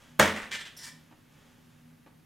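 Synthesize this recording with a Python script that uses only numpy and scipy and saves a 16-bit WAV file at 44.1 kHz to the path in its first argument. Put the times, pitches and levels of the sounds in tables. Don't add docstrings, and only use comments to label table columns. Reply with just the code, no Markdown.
import sys
import numpy as np
from scipy import signal
from scipy.fft import rfft, irfft
from scipy.io import wavfile

SR = 44100
rng = np.random.default_rng(int(sys.argv[2]) if len(sys.argv) > 2 else 0)


def bounce(signal):
    frames = np.transpose(np.atleast_2d(signal))
    limited = np.clip(frames, -1, 1)
    pcm = np.round(limited * 32767).astype(np.int16)
    wavfile.write(sys.argv[1], SR, pcm)


N = 99225
TIME = np.arange(N) / SR


def amp(db):
    return 10 ** (np.asarray(db) / 20)


def unit(x):
    return x / np.sqrt(np.mean(x ** 2) + 1e-20)


def read(points, hz):
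    f, value = np.transpose(points)
    return np.interp(np.log(hz + 1), np.log(f + 1), value)


def envelope(points):
    return amp(np.interp(TIME, *np.transpose(points)))


def through(x, response):
    return signal.fftconvolve(x, response / np.linalg.norm(response))[:N]


def colour(x, points, size=4096):
    hz = abs(np.fft.fftfreq(size, 1 / SR))
    log_gain = np.log(amp(read(points, hz)))
    spectrum = np.exp(np.conj(signal.hilbert(log_gain)))
    return through(x, np.fft.ifft(spectrum).real[:size // 2])


def high_pass(x, hz):
    return signal.sosfilt(signal.butter(2, hz, "high", fs=SR, output="sos"), x)


def ring(modes):
    t = TIME[:SR]
    response = np.zeros(SR)
    for hz, db, t60 in modes:
        decay = np.exp(-np.log(1000) * t / t60)
        response += amp(db) * decay * np.sin(2 * np.pi * hz * t)
    return response


def clicks(rows):
    out = np.zeros(N)
    for s, db in rows:
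        out[round(s * SR)] += amp(db)
    return out


def drift(per_s):
    spectrum = rfft(rng.standard_normal(N))
    hz = np.fft.rfftfreq(N, 1 / SR)
    return unit(irfft(spectrum * np.exp(-(hz / per_s) ** 2), N))


RUB_ATTACK_S = .002


def rub(start_s, length_s, db, slips_per_s, spread_db, release_s):
    hits = rng.random(N) < slips_per_s / SR
    signs = rng.choice([-1, 1], N)
    strengths = amp(spread_db * np.minimum(rng.exponential(1, N), 3))
    attack = np.clip((TIME - start_s) / RUB_ATTACK_S, 0, 1)
    release = np.exp(-np.maximum(TIME - start_s - length_s, 0) / release_s)
    return amp(db) * attack * release * unit(hits * signs * strengths)


# f/Hz, t60/s
ROOM_T60_S = [(80, 0.2), (210, 0.59), (560, 0.45), (1500, 0.36), (3500, 0.46), (7000, 0.29), (11000, .36),
              (16000, 0.35)]
ROOM_GAP_S, REFLECTIONS_PER_S = 0.0016, 5000


def tail():
    signs = rng.choice([-1., 1.], SR)
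    present = rng.random(SR) < REFLECTIONS_PER_S / SR
    taps = signs * present * (TIME[:SR] > ROOM_GAP_S)
    hz, t, bands = signal.stft(taps, SR, nperseg=256)
    decay = np.exp(-np.log(1000) * t / read(ROOM_T60_S, hz)[:, None])
    return signal.istft(bands * decay, SR, nperseg=256)[1]


def stereo(mid, side, width):
    hz = np.fft.rfftfreq(2 * N, 1 / SR)
    side = irfft(rfft(side, 2 * N) * amp(read(width, hz)))[:N]
    return np.array([mid + side, mid - side])


# f/Hz, side gain/dB
ECHO_WIDTH_DB = [(60, -23), (200, -20), (600, -14.5), (1500, -11), (3000, -11), (8500, -12), (11000, -35)]


def echoes(x):
    return stereo(through(x, tail()), through(x, tail()), ECHO_WIDTH_DB)


def room(x, wet_db):
    return x + amp(wet_db) * echoes(x)


# f/Hz, level/dB
FAN_TONES = [(157, -67), (243, -64.5)]
# t/s, level/dB
FAN_SWELL_DB = [(0, -7), (.13, 6), (.7, -5.5), (.98, 3), (1.3, -5.5), (1.7, 1), (1.87, 6), (2.0, -0.5),
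                (2.25, -2.5)]
FAN_WAVER_HZ, FAN_FLUTTER_DB, WAVER_PER_S = 1.8, 2.5, 5
# f/Hz, level/dB
AIR_SPECTRUM_DB = [(20, -41), (42, -6), (60, -13), (100, -3), (140, -1), (190, -6), (260, -5), (380, -15.5),
                   (700, -21.5), (1800, -20.5), (4000, -27.5), (7000, -31.5), (8600, -33.5), (10500, -29.5),
                   (14500, -32), (16000, -41.5)]
# f/Hz, side gain/dB
AIR_WIDTH_DB = [(60, -12.5), (150, -13), (380, 0.5), (800, 1), (2400, -10.5), (6000, -8.5), (11000, -22)]
AIR_DB = -62


def background():
    hum = np.zeros(N)
    for hz, db in FAN_TONES:
        level = amp(db + FAN_FLUTTER_DB * drift(WAVER_PER_S))
        pitch_hz = hz + FAN_WAVER_HZ * drift(WAVER_PER_S)
        hum += level * unit(np.sin(2 * np.pi * np.cumsum(pitch_hz) / SR))
    hum *= envelope(FAN_SWELL_DB)
    mid, side = (amp(AIR_DB) * colour(x, AIR_SPECTRUM_DB) for x in rng.standard_normal((2, N)))
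    return stereo(mid + hum, side, AIR_WIDTH_DB)


# t/s, level/dB
SLEEVE_DB = [(0, -58.5), (.07, -60.5), (.16, -65.5), (.6, -61.5), (1.05, -68), (1.27, -72.5), (1.34, -65),
             (1.5, -64.5), (1.6, -69.5), (1.7, -68), (1.95, -75), (2.25, -100)]
# f/Hz, level/dB
CLOTH_SPECTRUM_DB = [(100, 2.5), (400, -3), (700, -4), (1700, -4), (2400, -7), (3200, -5), (4200, -14.5),
                     (6500, -11.5), (9000, -19), (15000, -30)]
# start t/s, length/s, level/dB
FOOT_SHUFFLES = [(1.109, 0.022, -57), (2.06, .014, -55), (2.076, .006, -59)]
# f/Hz, level/dB
SHUFFLE_SPECTRUM_DB = [(60, -8.5), (300, 5), (550, 0.5), (1100, 2), (2000, -8), (3300, -12), (5000, -25),
                       (15000, -51)]


def thrower():
    cloth = rub(0, N / SR, 0, slips_per_s=6400, spread_db=1.5, release_s=0.0025)
    cloth = cloth * envelope(SLEEVE_DB)
    feet = sum(rub(*row, slips_per_s=4000, spread_db=4, release_s=0.0044) for row in FOOT_SHUFFLES)
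    brushing = room(colour(cloth, CLOTH_SPECTRUM_DB), wet_db=-5)
    return brushing + room(colour(feet, SHUFFLE_SPECTRUM_DB), wet_db=-6)


# start t/s, length/s, level/dB, shaft drive/dB, barrel drive/dB
BARREL_SCRAPES = [(0.765, 0.016, -56.5, -5, 11), (0.784, 0.045, -51.5, -2.5, 4.5),
                  (0.83, 0.026, -42.5, -5.5, -9), (0.864, 0.006, -44.5, 1.5, -12.5),
                  (0.872, 0.018, -47, 2.5, -21)]
# f/Hz, level/dB
SCRAPE_SPECTRUM_DB = [(200, -13), (600, -14.5), (1000, -18), (2500, 2.5), (4000, 3.5), (5100, 7.5),
                      (6400, 2.5), (7500, 4), (10000, -3.5), (15500, -13.5)]
# f/Hz, relative level/dB, t60/s
SHAFT_MODES = [(1030, -5, 0.014), (1841, -0.5, 0.047), (1990, 5, 0.024), (2290, 2, 0.027),
               (3470, -7, 0.019)]
# f/Hz, relative level/dB, t60/s
BARREL_MODES = [(5500, -9, 0.024), (5430, -7, 0.019), (5840, 2, 0.019), (7230, -8, 0.014),
                (8960, -9, 0.0088)]
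SHAFT_DB, BARREL_DB, SCRAPE_DB = -4, -6.5, -2.5
SHAFT_CUT_HZ = 800
# f/Hz, level/dB
CLINK_SPECTRUM_DB = [(500, -37), (4000, -24), (8000, -1), (11000, 8), (15500, -1.5)]
CLINK_S, CLINK_LENGTH_S, CLINK_DB = .7685, .01, -49


def barrels():
    slips = np.array([rub(*row[:3], slips_per_s=7900, spread_db=3.5, release_s=0.0051)
                      for row in BARREL_SCRAPES])
    shaft_drive, barrel_drive = amp(np.transpose(BARREL_SCRAPES)[3:]) @ slips
    barrel = amp(BARREL_DB) * through(barrel_drive, ring(BARREL_MODES))
    shaft = amp(SHAFT_DB) * through(shaft_drive, high_pass(ring(SHAFT_MODES), SHAFT_CUT_HZ))
    scrape = amp(SCRAPE_DB) * colour(slips.sum(0), SCRAPE_SPECTRUM_DB)
    touch = rub(CLINK_S, CLINK_LENGTH_S, CLINK_DB, slips_per_s=5000, spread_db=4, release_s=0.0065)
    return room(scrape + barrel + shaft + colour(touch, CLINK_SPECTRUM_DB), wet_db=-2.5)


# start t/s, length/s, level/dB
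FLIGHT_RUSTLES = [(.511, 0.0069, -44), (0.517, 0.012, -37.5), (0.53, 0.028, -36.5), (.592, 0.03, -45),
                  (0.65, 0.028, -47)]
# t/s, level/dB
FLIGHT_FLICKS = [(.517, -13), (.532, -17), (.553, -35), (.598, -25)]
# f/Hz, level/dB
FLIGHT_SPECTRUM_DB = [(100, -16), (700, -13), (1250, -7), (1700, 3), (2200, 1), (2600, -3.5), (3300, 1.5),
                      (4000, -4), (4700, -8.5), (7500, -10.5), (10000, -20.5), (15500, -31.5)]


def flights():
    strokes = sum(rub(*row, slips_per_s=2000, spread_db=1.5, release_s=0.0043) for row in FLIGHT_RUSTLES)
    return room(colour(strokes + clicks(FLIGHT_FLICKS), FLIGHT_SPECTRUM_DB), wet_db=-2)


# t/s, level/dB
SETTLE_CLICKS = [(.234, -24), (.268, -13), (.351, -20.5), (.3637, -14), (.394, -34.5), (.4191, -19.5)]
# f/Hz, level/dB
SETTLE_SPECTRUM_DB = [(100, -41.5), (500, -5.5), (1000, 2), (1900, 8.5), (3000, -4.5), (4500, -11),
                      (8300, -12.5), (11000, -25.5), (15000, -28.5)]


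def settling():
    return room(colour(clicks(SETTLE_CLICKS), SETTLE_SPECTRUM_DB), wet_db=9)


HIT_S = .1965
# f/Hz, relative level/dB, t60/s
BOARD_MODES = [(87, -2.5, 0.5), (171.1, 1.5, 0.15), (206.5, 0, 0.3), (212.8, -5.5, 0.75),
               (273.5, -3.5, 0.3), (350, 1.5, 0.23), (439.2, -2, 0.45), (550, 1, 0.37), (590, -4, .28),
               (615, -3, .3), (648, -4.5, .3), (908, -3, 0.43), (1347, -4, .28), (1462, -4.5, 0.45),
               (1820, -2, .36), (1836, -12, 0.44), (2280, -11.5, 0.38), (3340, -10.5, .25)]
BOARD_DB, BOARD_RISE_S, BOARD_CUT_HZ = -27, 0.0025, 72
# f/Hz, relative level/dB, t60/s
THUMP_MODES = [(50, 0, .06)]
THUMP_S, THUMP_DB = .428, -45


def board():
    rise = 1 - np.exp(-TIME[:SR] / BOARD_RISE_S)
    response = high_pass(ring(BOARD_MODES) * rise, BOARD_CUT_HZ)
    boom = signal.fftconvolve(clicks([(HIT_S, BOARD_DB)]), response)
    bump = signal.fftconvolve(clicks([(THUMP_S, THUMP_DB)]), ring(THUMP_MODES))
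    return (boom + bump)[:N]


# f/Hz, level/dB
PAPER_SPECTRUM_DB = [(200, 15), (1200, 5.5), (3000, -5), (7000, -16.5), (14000, -3), (16000, -6)]
PAPER_LEAD_S, PAPER_DB = 0.0051, -22
# f/Hz, level/dB
GRIND_SPECTRUM_DB = [(500, -24), (2500, 7.5), (4500, -5.5), (6800, 2.5), (9500, 2.5), (12000, -10.5),
                     (14500, -5.5), (16000, -11.5)]
GRIND_S, GRIND_DB = 0.0033, -19.5
# t after the hit/s, relative level/dB
CONTACT_KNOCKS = [(0, -3), (.0014, 0), (.0033, -11)]
# f/Hz, relative level/dB, t60/s
SEGMENT_MODES = [(578, -2, 0.019), (1240, -5.5, 0.025), (1760, 2, .02), (3352, -11, 0.016),
                 (6440, -11, 0.0036)]
SEGMENT_DB, SEGMENT_CUT_HZ = -6, 380
# f/Hz, level/dB
CRACK_SPECTRUM_DB = [(40, -33.5), (65, -23), (100, -15), (180, -1), (280, -5), (430, -7), (590, -1),
                     (760, -4), (1000, -4.5), (1300, -2), (1750, -1.5), (2200, -4.5), (2600, -10.5),
                     (3300, -9.5), (4200, -18), (6500, -15), (8600, -19.5), (12000, -30.5), (16000, -32.5)]
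HIT_ROOM_DB = 14.5


def dart():
    tear = rub(HIT_S - PAPER_LEAD_S, PAPER_LEAD_S, PAPER_DB,
               slips_per_s=11000, spread_db=3, release_s=.001)
    grind = rub(HIT_S - RUB_ATTACK_S / 2, GRIND_S, GRIND_DB,
                slips_per_s=14000, spread_db=4.5, release_s=.0012)
    knocks = clicks([(HIT_S + delay, SEGMENT_DB + db) for delay, db in CONTACT_KNOCKS])
    snap = high_pass(signal.fftconvolve(knocks, ring(SEGMENT_MODES))[:N], SEGMENT_CUT_HZ)
    walls = echoes(colour(clicks([(HIT_S, HIT_ROOM_DB)]), CRACK_SPECTRUM_DB))
    paper = room(colour(tear, PAPER_SPECTRUM_DB), wet_db=-8)
    return snap + colour(grind, GRIND_SPECTRUM_DB) + walls + paper


def scene():
    mix = dart() + board() + settling() + flights() + barrels() + thrower() + background()
    return mix * amp([[-.25], [.25]])


EDGE_HZ = 16000


def record(dry):
    held = dry / (1 + abs(dry) ** 6) ** (1 / 6)
    low_pass = signal.firwin(511, EDGE_HZ, window=("kaiser", 9), fs=SR)
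    return signal.oaconvolve(held, low_pass[None], "same")


dry = scene()
out = record(dry)
bounce(out)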